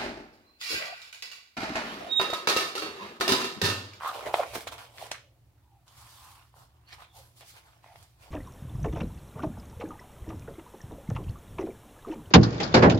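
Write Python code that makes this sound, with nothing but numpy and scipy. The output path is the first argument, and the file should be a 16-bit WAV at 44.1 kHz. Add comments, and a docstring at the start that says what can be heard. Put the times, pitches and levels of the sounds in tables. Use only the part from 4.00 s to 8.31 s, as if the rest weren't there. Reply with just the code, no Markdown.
"""A low rumble with hum and hiss (shaped noise, sines) underlies a hand lifting a stiff craft canvas off a table.
At once the canvas flexes (slips ring its resonance) as its plastic cover slides and crinkles (filtered slips).
A quick stutter leads to hollow pops (short rings with cracks), amid squeaks (narrow bands) and snaps (clicks);
bends roll through softly. Near two seconds fingers slide up the edge, then take a new grip with fainter
pops and snaps. A small room (echoes and decaying noise) answers throughout."""
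import sys
import numpy as np
from scipy import signal
from scipy.fft import rfft, irfft, next_fast_len
from scipy.io import wavfile
from scipy.ndimage import uniform_filter1d, map_coordinates

SR = 44100
rng = np.random.default_rng(int(sys.argv[2]) if len(sys.argv) > 2 else 0)


def waveform_to_disk(signal):
    """Save audio, clipped to [-1, 1], as 16-bit WAV at the path in sys.argv[1]."""
    frames = np.transpose(np.atleast_2d(signal))
    scaled = np.clip(frames, -1, 1) * 32767
    samples = np.round(scaled).astype(np.int16)
    wavfile.write(sys.argv[1], SR, samples)


N = 189891

# Spectrum of the low rumble: [f/Hz, relative level/dB per Hz]
RUMBLE_SPECTRUM = [(25, -21), (45, -9), (60, 1), (110, -0.5), (135, -5.5), (170, -14), (260, -41),
                   (600, -83.5)]
# Spectrum of the faint hiss: [f/Hz, relative level/dB per Hz]
HISS_SPECTRUM = [(150, -5), (330, 6.5), (480, -10), (950, -6.5), (1500, -11.5), (3000, -15), (8000, -17),
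                 (15000, -14.5)]
# Steady hum partials, about whose levels they waver: [f/Hz, level/dB]
HUM_PARTIALS = [(80, -74), (118, -68)]
# Brief swells of the rumble, added as power: [middle t/s, level/dB]
RUMBLE_SWELLS = [(.3, -56.5), (.55, -54), (.72, -58), (1.1, -60), (1.43, -63), (2.0, -60), (2.3, -64),
                 (2.62, -61.5), (2.96, -59), (3.22, -60.5), (3.99, -58.5), (4.25, -62)]
SWELL_HALF_S = .05
# Likeness of left and right in diffuse sound: [f/Hz, correlation (1 = identical)]
CHANNEL_LIKENESS = [(100, 0.93), (600, 0.74), (1200, 0.44), (2500, 0.11), (5000, 0.1), (12000, 0.02)]
# Pushes and slides of the hand, and the film shivering after the loud snap near 1.11 s (the row at 1.113 s):
# [t/s at full strength, attack/s, hold/s, release/s, # flexing level/dB, crinkling level/dB, sliding level/dB]
HAND_STROKES = [(0.057, 0.11, 0.035, 0.12, -36.5, -42.5, -49),
                (0.148, 0.05, 0.045, 0.24, -40, -46.5, -51.5), (0.266, 0.062, .01, 0.13, -36.5, -45, -50),
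                (0.338, 0.019, 0.035, 0.13, -42, -46, -45.5), (0.391, 0.033, 0.047, 0.027, -34, -44, -54),
                (0.464, .06, 0.074, .1, -71, -52, -54.5), (0.552, 0.037, 0.0055, 0.077, -41, -39.5, -38),
                (.608, .04, .008, 0.075, -49, -47, -48.5), (0.675, .012, .006, 0.028, -46.5, -36.5, -44),
                (0.725, 0.022, 0.0076, .06, -42.5, -44, -48), (.785, .03, 0.024, 0.15, -50, -49.5, -54),
                (1.013, 0.14, 0.019, 0.16, -49, -51.5, -50.5), (1.113, .004, 0.016, .11, -67, -43, -58),
                (1.869, 0.019, 0.069, .1, -66.5, -75, -66.5),
                (1.978, 0.11, 0.33, 0.25, -61.5, -63.5, -56.5), (2.351, 0.103, 0.078, .07, -64, -63.5, -73),
                (2.562, .035, 0.075, .08, -59.5, -73, -63), (2.694, .1, 0.17, .1, -73, -79.5, -86),
                (2.89, 0.043, 0.033, .05, -70, -55.5, -68), (2.927, .015, .012, 0.037, -53.5, -48, -60),
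                (3.014, 0.14, .008, .09, -53.5, -53.5, -62.5), (3.165, 0.058, .025, .2, -60, -62.5, -55.5),
                (3.374, .04, .03, 0.068, -67.5, -71, -57), (3.408, .012, .01, .09, -57, -55.5, -68),
                (3.492, .11, .01, .13, -72, -62, -52.5), (3.563, .06, .02, 0.076, -58, -58, -60),
                (3.664, 0.097, .01, 0.32, -64, -65, -67), (3.837, .03, 0.21, 0.094, -67, -68, -68),
                (3.967, 0.037, .02, 0.3, -80, -65.5, -63), (4.223, 0.058, 0.0101, .13, -59.5, -59, -59),
                (4.273, 0.053, .01, 0.14, -58.5, -61, -72.5)]
RAMP_DB = 24.5  # span of each attack and release at its stated length
# The sheet merely held: [flexing level/dB, crinkling level/dB, sliding level/dB]
RESTING_GRIP = (-78.5, -81.5, -83)
# Canvas resonance, lower as the bend opens and higher as it tightens: [t/s, f/Hz]
BEND_RESONANCE = [(0, 1083), (.1, 959), (.27, 630), (.345, 760), (.44, 858), (.56, 697), (.8, 822),
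                  (1.03, 720), (1.4, 600), (2.0, 1012), (2.45, 1018), (2.8, 880), (3.02, 1000), (3.2, 760),
                  (3.58, 880), (4.3, 720)]
# Spectrum of the crinkling film: [f/Hz, relative level/dB per Hz]
CRINKLE_SPECTRUM = [(700, -13.5), (1300, 1.5), (1600, 0.5), (2200, 0.5), (3200, -0.5), (4500, -6.5),
                    (6000, -14), (9000, -20), (15000, -39)]
# Spectrum of film sliding on canvas: [f/Hz, relative level/dB per Hz]
SLIDE_SPECTRUM = [(2000, -6), (4500, 2), (6500, -2.5), (8500, -1), (12500, -3), (16000, -8)]
# Decay of the room's tail: [f/Hz, t60/s]
ROOM_DECAY = [(200, 1), (800, 0.23), (2500, .36), (6000, 0.35), (14000, 0.093)]
# Distinct early echoes: [delay/s, level/dB]
WALL_ECHOES = [(.0028, -23.5), (.0086, -35), (.0113, -20), (.0185, -20)]
# The canvas jumps into a new bend: [t/s before a common delay, level/dB, ring f/Hz,
# crack level/dB relative to the pop, before a common lift]
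BUCKLE_EVENTS = [(.27, -24.5, 599, -12.5), (.339, -10, 690, -12), (.431, -22, 930, -15),
                 (.533, -35, 635, -18), (.553, -27.5, 510, -29.5), (.563, -30.5, 362, -21),
                 (.579, -34, 360, -25), (.668, -28, 677, -13), (1.1132, -29.5, 930, -5.5),
                 (2.539, -45.5, 950, -34), (3.407, -46.5, 700, -8.5), (3.429, -46.5, 765, -17.5),
                 (3.84, -43, 874, -13), (3.86, -45, 786, -20), (3.955, -42.5, 745, -13.5)]
# Spectrum of the crack within a buckle: [f/Hz, relative level/dB per Hz]
CRACK_SPECTRUM = [(700, -9), (1300, -9.5), (2100, -8.5), (4000, -19), (5500, -39.5), (15000, -46.5)]
# The lifted edge stutters in small buckles, each louder and lower than the last
STUTTER_START_S, STUTTER_GAP_S = 0.0066, .0128
STUTTER_DB, STUTTER_GROWTH_DB, STUTTER_CRACK_DB = -29, 1.3, -19.5
STUTTER_HZ, STUTTER_SAG_HZ = 1142, 35.63
# Narrow rubs and squeaks: [middle t/s, half length/s, f/Hz, glide/(octaves per s), width/share of f, level/dB]
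RUB_SQUEAKS = [(0.079, 0.021, 1204, 0, .14, -33), (1.254, 0.063, 565, 0, .08, -71),
               (1.746, .06, 820, -2, .12, -68), (1.895, .015, 3200, 2, 0.093, -64.5),
               (2.033, .055, 1028, -0.5, 0.21, -60.5), (2.272, .09, 1020, 0, .22, -58.5),
               (2.883, .01, 4290, -0.5, 0.073, -64), (2.932, .012, 4700, -1.5, 0.22, -54),
               (2.935, .011, 2200, -2, .15, -55), (3.125, .03, 3490, -0.5, .055, -68.5),
               (3.165, 0.028, 820, -.5, .12, -61.5), (3.25, 0.037, 11530, -1, .07, -71),
               (3.888, 0.039, 2132, -1.5, .22, -66), (3.916, .035, 781, .5, .22, -56.5)]
# Creases in the plastic flip: [t/s, level/dB, centre f/Hz, left minus right level/dB]
CREASE_SNAPS = [(.078, -19.5, 12400, 4), (0.269, -32, 3393, 2.5), (.551, -25, 8000, -16.5),
                (.676, -29, 2930, -2), (0.726, -34, 1300, -6.5), (0.781, -31.5, 2420, 1.5),
                (.983, -23.5, 2000, -1), (1.066, -32, 4000, -10), (1.115, -17, 2300, -1),
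                (1.1152, -12.5, 3700, -3), (1.88, -34.5, 3410, -1), (2.929, -31, 2300, -3.5),
                (2.939, -37, 5170, -6.5), (3.018, -39, 1500, 2), (3.408, -34.5, 4500, 6.5),
                (3.959, -40, 2104, 10), (4.028, -33, 4626, -5.5)]
# Spectrum of the shiver after a snap centred on 2600 Hz: [f/Hz, relative level/dB per Hz]
SHIVER_SPECTRUM = [(300, -1.5), (1200, -2.5), (2200, 1), (4500, 3.5), (8000, -6), (12000, -48.5),
                   (16000, -41)]
# A bend rolls through the canvas, swelling and fading: [middle t/s, level/dB, f/Hz, half length/s]
ROLLING_BENDS = [(0.276, -27, 615, 0.0037), (0.388, -27, 664, 0.0034), (0.3975, -16.5, 678, 0.0022),
                 (0.4045, -18, 582, 0.0024), (1.027, -30.5, 715, 0.0017), (3.198, -55, 550, 0.0064)]
TOP_HZ = 15850  # upper band limit


def amp(db):
    """Logarithmic level: decibels become an amplitude ratio."""
    return 10 ** (np.asarray(db) / 20)


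def unit(x):
    """Root-mean-square normalization: the signal is scaled to rms 1."""
    return x / np.sqrt(np.mean(x ** 2) + 1e-20)


def along(points, hz):
    """Logarithmic frequency scale: tabulated values are interpolated on a log axis."""
    f, v = np.transpose(points)
    return np.interp(np.log(hz + 1), np.log(f + 1), v)


def shape(points):
    """Spectral envelope: a gain curve falling 12 dB an octave further below its first point."""
    return lambda hz: amp(along(points, hz)) * np.minimum(hz / points[0][0], 1) ** 2


def filtered(x, response):
    """Linear filtering: the spectrum is multiplied by a frequency response."""
    n = x.shape[-1]
    m = next_fast_len(n + 8192)
    hz = np.fft.rfftfreq(m, 1 / SR)
    return irfft(rfft(x, m) * response(hz), m)[..., :n]


def wander(rate):
    """Slow random modulation: a smooth curve through rate random knots a second."""
    knots = rng.standard_normal(int(N * rate / SR) + 4)
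    return map_coordinates(knots, [np.arange(N) * rate / SR])


def spread(pair):
    """Interaural coherence: unrelated signals become stereo, alike in the bass, apart in the treble."""
    turn = lambda hz: np.arccos(np.clip(along(CHANNEL_LIKENESS, hz), -1, 1)) / 2
    mid, side = filtered(pair, lambda hz: np.array([np.cos(turn(hz)), np.sin(turn(hz))]))
    return np.array([mid + side, mid - side])


def add(track, s, sound):
    """Superposition: a sound is summed into the track at time s."""
    part = track[..., max(round(s * SR), 0):][..., :sound.shape[-1]]
    part += sound[..., :part.shape[-1]]


def background(rumble_db=-65.0, air_db=-73):
    """Incoherent power addition: swells raise a noise rumble, beside wavering hum and faint hiss."""
    t = np.arange(N) / SR
    noise = lambda spectrum: unit(filtered(spread(rng.standard_normal((2, N))), shape(spectrum)))
    hum = np.zeros(N)
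    for hz, db in HUM_PARTIALS:
        level = amp(db + 2 * wander(8.6))
        hum += level * unit(np.sin(2 * np.pi * hz * t + .5 * wander(1.6)))
    power = amp(rumble_db) ** 2
    for s, db in RUMBLE_SWELLS:
        power = power + amp(db) ** 2 * np.exp(-((t - s) / SWELL_HALF_S) ** 2)
    return hum + np.sqrt(power) * noise(RUMBLE_SPECTRUM) + amp(air_db) * noise(HISS_SPECTRUM)


def effort():
    """Power addition of strokes: each swells, holds and dies away over the resting grip."""
    t = np.arange(N) / SR
    power = amp(RESTING_GRIP)[:, None] ** 2 * np.ones(N)
    for s, attack, hold, release, *levels_db in HAND_STROKES:
        ramp = np.maximum((s - t) / attack, 0) + np.maximum((t - s - hold) / release, 0)
        live = ramp < 4  # beyond this a stroke is cut off
        power[:, live] += (amp(levels_db)[:, None] * amp(-RAMP_DB * ramp[live])) ** 2
    return np.sqrt(power)


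def slips(rate, scatter_db):
    """Stick-slip excitation: stereo impulses of rms 1 at random times, a few far larger than the rest."""
    size = amp(scatter_db * np.minimum(rng.exponential(size=(2, N)), 4))
    happens = rng.random((2, N)) < rate / SR
    return unit(happens * size * rng.choice([-1, 1], (2, N)))


def flexing(ring_hz, rate, scatter_db, detune, cycles):
    """Damped resonance: each slip of the weave rings the bent canvas briefly near its present pitch."""
    kicks, out = slips(rate, scatter_db), np.zeros((2, N))
    k = np.arange(SR // 60)
    for side in range(2):
        at = np.flatnonzero(kicks[side])[:, None]
        turns = ring_hz[at] * np.exp(detune * rng.standard_normal(at.shape)) * k / SR
        speed = turns[:, 1:2] * SR / ring_hz[at]  # faster flexing radiates more
        envelope = turns * np.exp(-(turns / cycles) ** 2)
        grains = kicks[side][at] * speed * np.sin(2 * np.pi * turns) * envelope
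        out[side] = np.bincount((at + k).ravel(), grains.ravel())[:N]
    return unit(spread(out))


def facets(pair, patchy_db):
    """Local resonance: facets of the film favour narrow bands that come and go as it bends."""
    z = signal.stft(pair, nperseg=256)[2]
    field = uniform_filter1d(rng.standard_normal(z.shape[1:]), size=3, axis=0)  # across frequency
    field = uniform_filter1d(field, size=18, axis=1)  # along time
    return signal.istft(z * amp(patchy_db * unit(field)), nperseg=256)[1][:, :N]


def friction(spectrum, rate, scatter_db, smooth, flutter_db, patchy_db):
    """Dry friction: tiny slips of the plastic film on a smooth hiss, with a fluttering level."""
    rubbing = slips(rate, scatter_db) + smooth * rng.standard_normal((2, N))
    grains = facets(rubbing, patchy_db)
    return unit(filtered(spread(grains), shape(spectrum)) * amp(flutter_db * wander(130)))


def handling(levels, lag=0.00019, unsteady_db=0.5):
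    """Forced excitation: the hand flexes the canvas, crinkles the film and slides one over the other."""
    t = np.arange(N) / SR
    ring_hz = np.interp(t, *np.transpose(BEND_RESONANCE))
    flex_gain, crinkle_gain, slide_gain = levels * amp(unsteady_db * wander(45))
    canvas = flex_gain * flexing(ring_hz, rate=1400, scatter_db=2.5, detune=0.2, cycles=1.32)
    crinkle = crinkle_gain * friction(CRINKLE_SPECTRUM, rate=350, scatter_db=1.5, smooth=0.78,
                                      flutter_db=1.25, patchy_db=3.0)
    slide = slide_gain * friction(SLIDE_SPECTRUM, rate=1200, scatter_db=1.5, smooth=1.3,
                                  flutter_db=0.9, patchy_db=1.6)
    left, right = canvas + crinkle + slide
    # after the hand takes its new grip, the sheet reaches the left channel first
    at_edge = np.clip((t - 2.5) / .03, 0, 1)
    late_right = np.roll(right, round(lag * SR))
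    return np.array([left, (1 - at_edge) * right + at_edge * late_right])


def room(x, early_db, late_db, early_t60, lowest_hz):
    """Reverberation: table and near walls answer at once; the room's tail dies sooner in the treble."""
    n = SR // 2
    t = np.arange(n) / SR
    hz, frames, z = signal.stft(spread(rng.standard_normal((2, n))), SR, nperseg=256)
    decay = amp(-60 * frames / along(ROOM_DECAY, hz)[:, None])
    late = signal.istft(z * decay, SR, nperseg=256)[1][:, :n] * (t > .008)
    early = spread(rng.standard_normal((2, n))) * amp(-60 * t / early_t60) * (t > .003)
    answer = (amp(early_db) * unit(early) + amp(late_db) * unit(late)) / np.sqrt(n)
    for delay, db in WALL_ECHOES:
        for side in range(2):
            add(answer[side], delay + rng.normal(0, .0001), amp([db]))
    answer = signal.lfilter(*signal.butter(1, lowest_hz, "high", fs=SR), answer)
    return signal.fftconvolve(x, answer, axes=1)[:, :N]


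def stutter(count):
    """Repeated instability: an evenly spaced run of buckles that grow and sag in pitch."""
    return [(STUTTER_START_S + k * STUTTER_GAP_S, STUTTER_DB + k * STUTTER_GROWTH_DB,
             STUTTER_HZ - k * STUTTER_SAG_HZ, STUTTER_CRACK_DB) for k in range(count)]


def buckles(delay=0.002002, ring_time=0.0021, crack_t60=0.032, crack_db=4, low_share=0.49, rise_s=.0003):
    """Snap-through buckling: the sheet pushes the air for a few milliseconds while its film cracks."""
    out, t = np.zeros((2, N)), np.arange(SR // 12) / SR
    onset = 1 - np.exp(-(t / rise_s) ** 2)
    for s, db, ring_hz, rel_db in stutter(count=5) + BUCKLE_EVENTS:
        push = np.sin(2 * np.pi * ring_hz * t) * np.exp(-(t / ring_time) ** 2)
        low_cut = signal.butter(2, ring_hz * low_share, "high", fs=SR)  # little radiates below the ring
        push = signal.lfilter(*low_cut, signal.lfilter(*low_cut, push))
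        crack = unit(filtered(spread(rng.standard_normal((2, len(t)))), shape(CRACK_SPECTRUM)))
        crack = crack * amp(-60 * t / crack_t60)
        pop = push / np.abs(push).max() + amp(rel_db + crack_db) * crack
        add(out, s + delay, amp(db) * onset * pop)
    return out


def squeaks():
    """Frictional resonance: rubbing catches one resonance of the sheet, which shifts as the sheet bends."""
    out, t = np.zeros((2, N)), np.arange(N) / SR
    for s, half, centre_hz, glide, width, db in RUB_SQUEAKS:
        ring_hz = centre_hz * 2 ** (glide * np.clip(t - s, -3 * half, 3 * half))
        phase = 2 * np.pi * np.cumsum(ring_hz) / SR
        rate = 2 * width * centre_hz  # faster wandering widens the band
        tone = unit(wander(rate) * np.sin(phase) + wander(rate) * np.cos(phase))
        out += amp(db) * np.exp(-((t - s) / half) ** 2 / 2) * tone
    return out


def snaps(cycles=5, rise=0.34, tick_db=-4, tail_db=-22, tail_t60=0.07, grain_db=3, lead=.00009):
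    """Impulsive radiation: a crease flips in a cycle or two with a higher tick, and the film shivers after."""
    out, t = np.zeros((2, N)), np.arange(SR // 4) / SR
    for s, db, centre_hz, pan_db in CREASE_SNAPS:
        turns = centre_hz * t
        tick = amp(tick_db) * np.sin(2 * np.pi * 2.2 * turns)
        click = (np.sin(2 * np.pi * turns) + tick) * amp(-60 * turns / cycles)  # 60 dB down after cycles
        click *= 1 - np.exp(-(turns / rise) ** 2)  # the crease takes part of a cycle to give way
        colour = lambda hz: shape(SHIVER_SPECTRUM)(hz * 2600 / centre_hz)
        grains = rng.standard_normal((2, len(t))) * amp(grain_db * wander(700)[:len(t)])
        shiver = unit(filtered(spread(grains), colour)) * amp(tail_db - 60 * t / tail_t60)
        for side, sign in enumerate((1, -1)):  # the left channel leads slightly
            gain = amp(db + sign * pan_db / 2)
            add(out[side], s - sign * lead / 2, gain * (click + shiver[side]))
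    return out


def wobbles():
    """Travelling flexure: a rolling bend sounds the canvas resonance softly, with no sharp attack."""
    out, t = np.zeros(N), np.arange(N) / SR
    for s, db, ring_hz, half in ROLLING_BENDS:
        swell = np.exp(-((t - s) / half) ** 2 / 2)
        out += amp(db) * swell * np.sin(2 * np.pi * ring_hz * (t - s))
    return out


def scene():
    """Superposition of direct, reflected and ambient sound; all but the snaps and their echoes tilted right."""
    sheets = handling(effort()) + buckles() + wobbles() + squeaks()
    sheets = sheets * amp([[-1.0], [.9]]) + snaps()  # left, right balance in dB
    answer = room(sheets, early_db=-15, late_db=-14, early_t60=0.14, lowest_hz=246)
    return sheets + answer + background() * amp([[-.5], [.5]])


def record(dry):
    """Saturation and band limiting: high peaks are rounded off and nothing above TOP_HZ is kept."""
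    rounded = dry / (1 + (dry / .38) ** 6) ** (1 / 6)
    return filtered(rounded, lambda hz: hz < TOP_HZ)


dry = scene()
out = record(dry)
waveform_to_disk(out)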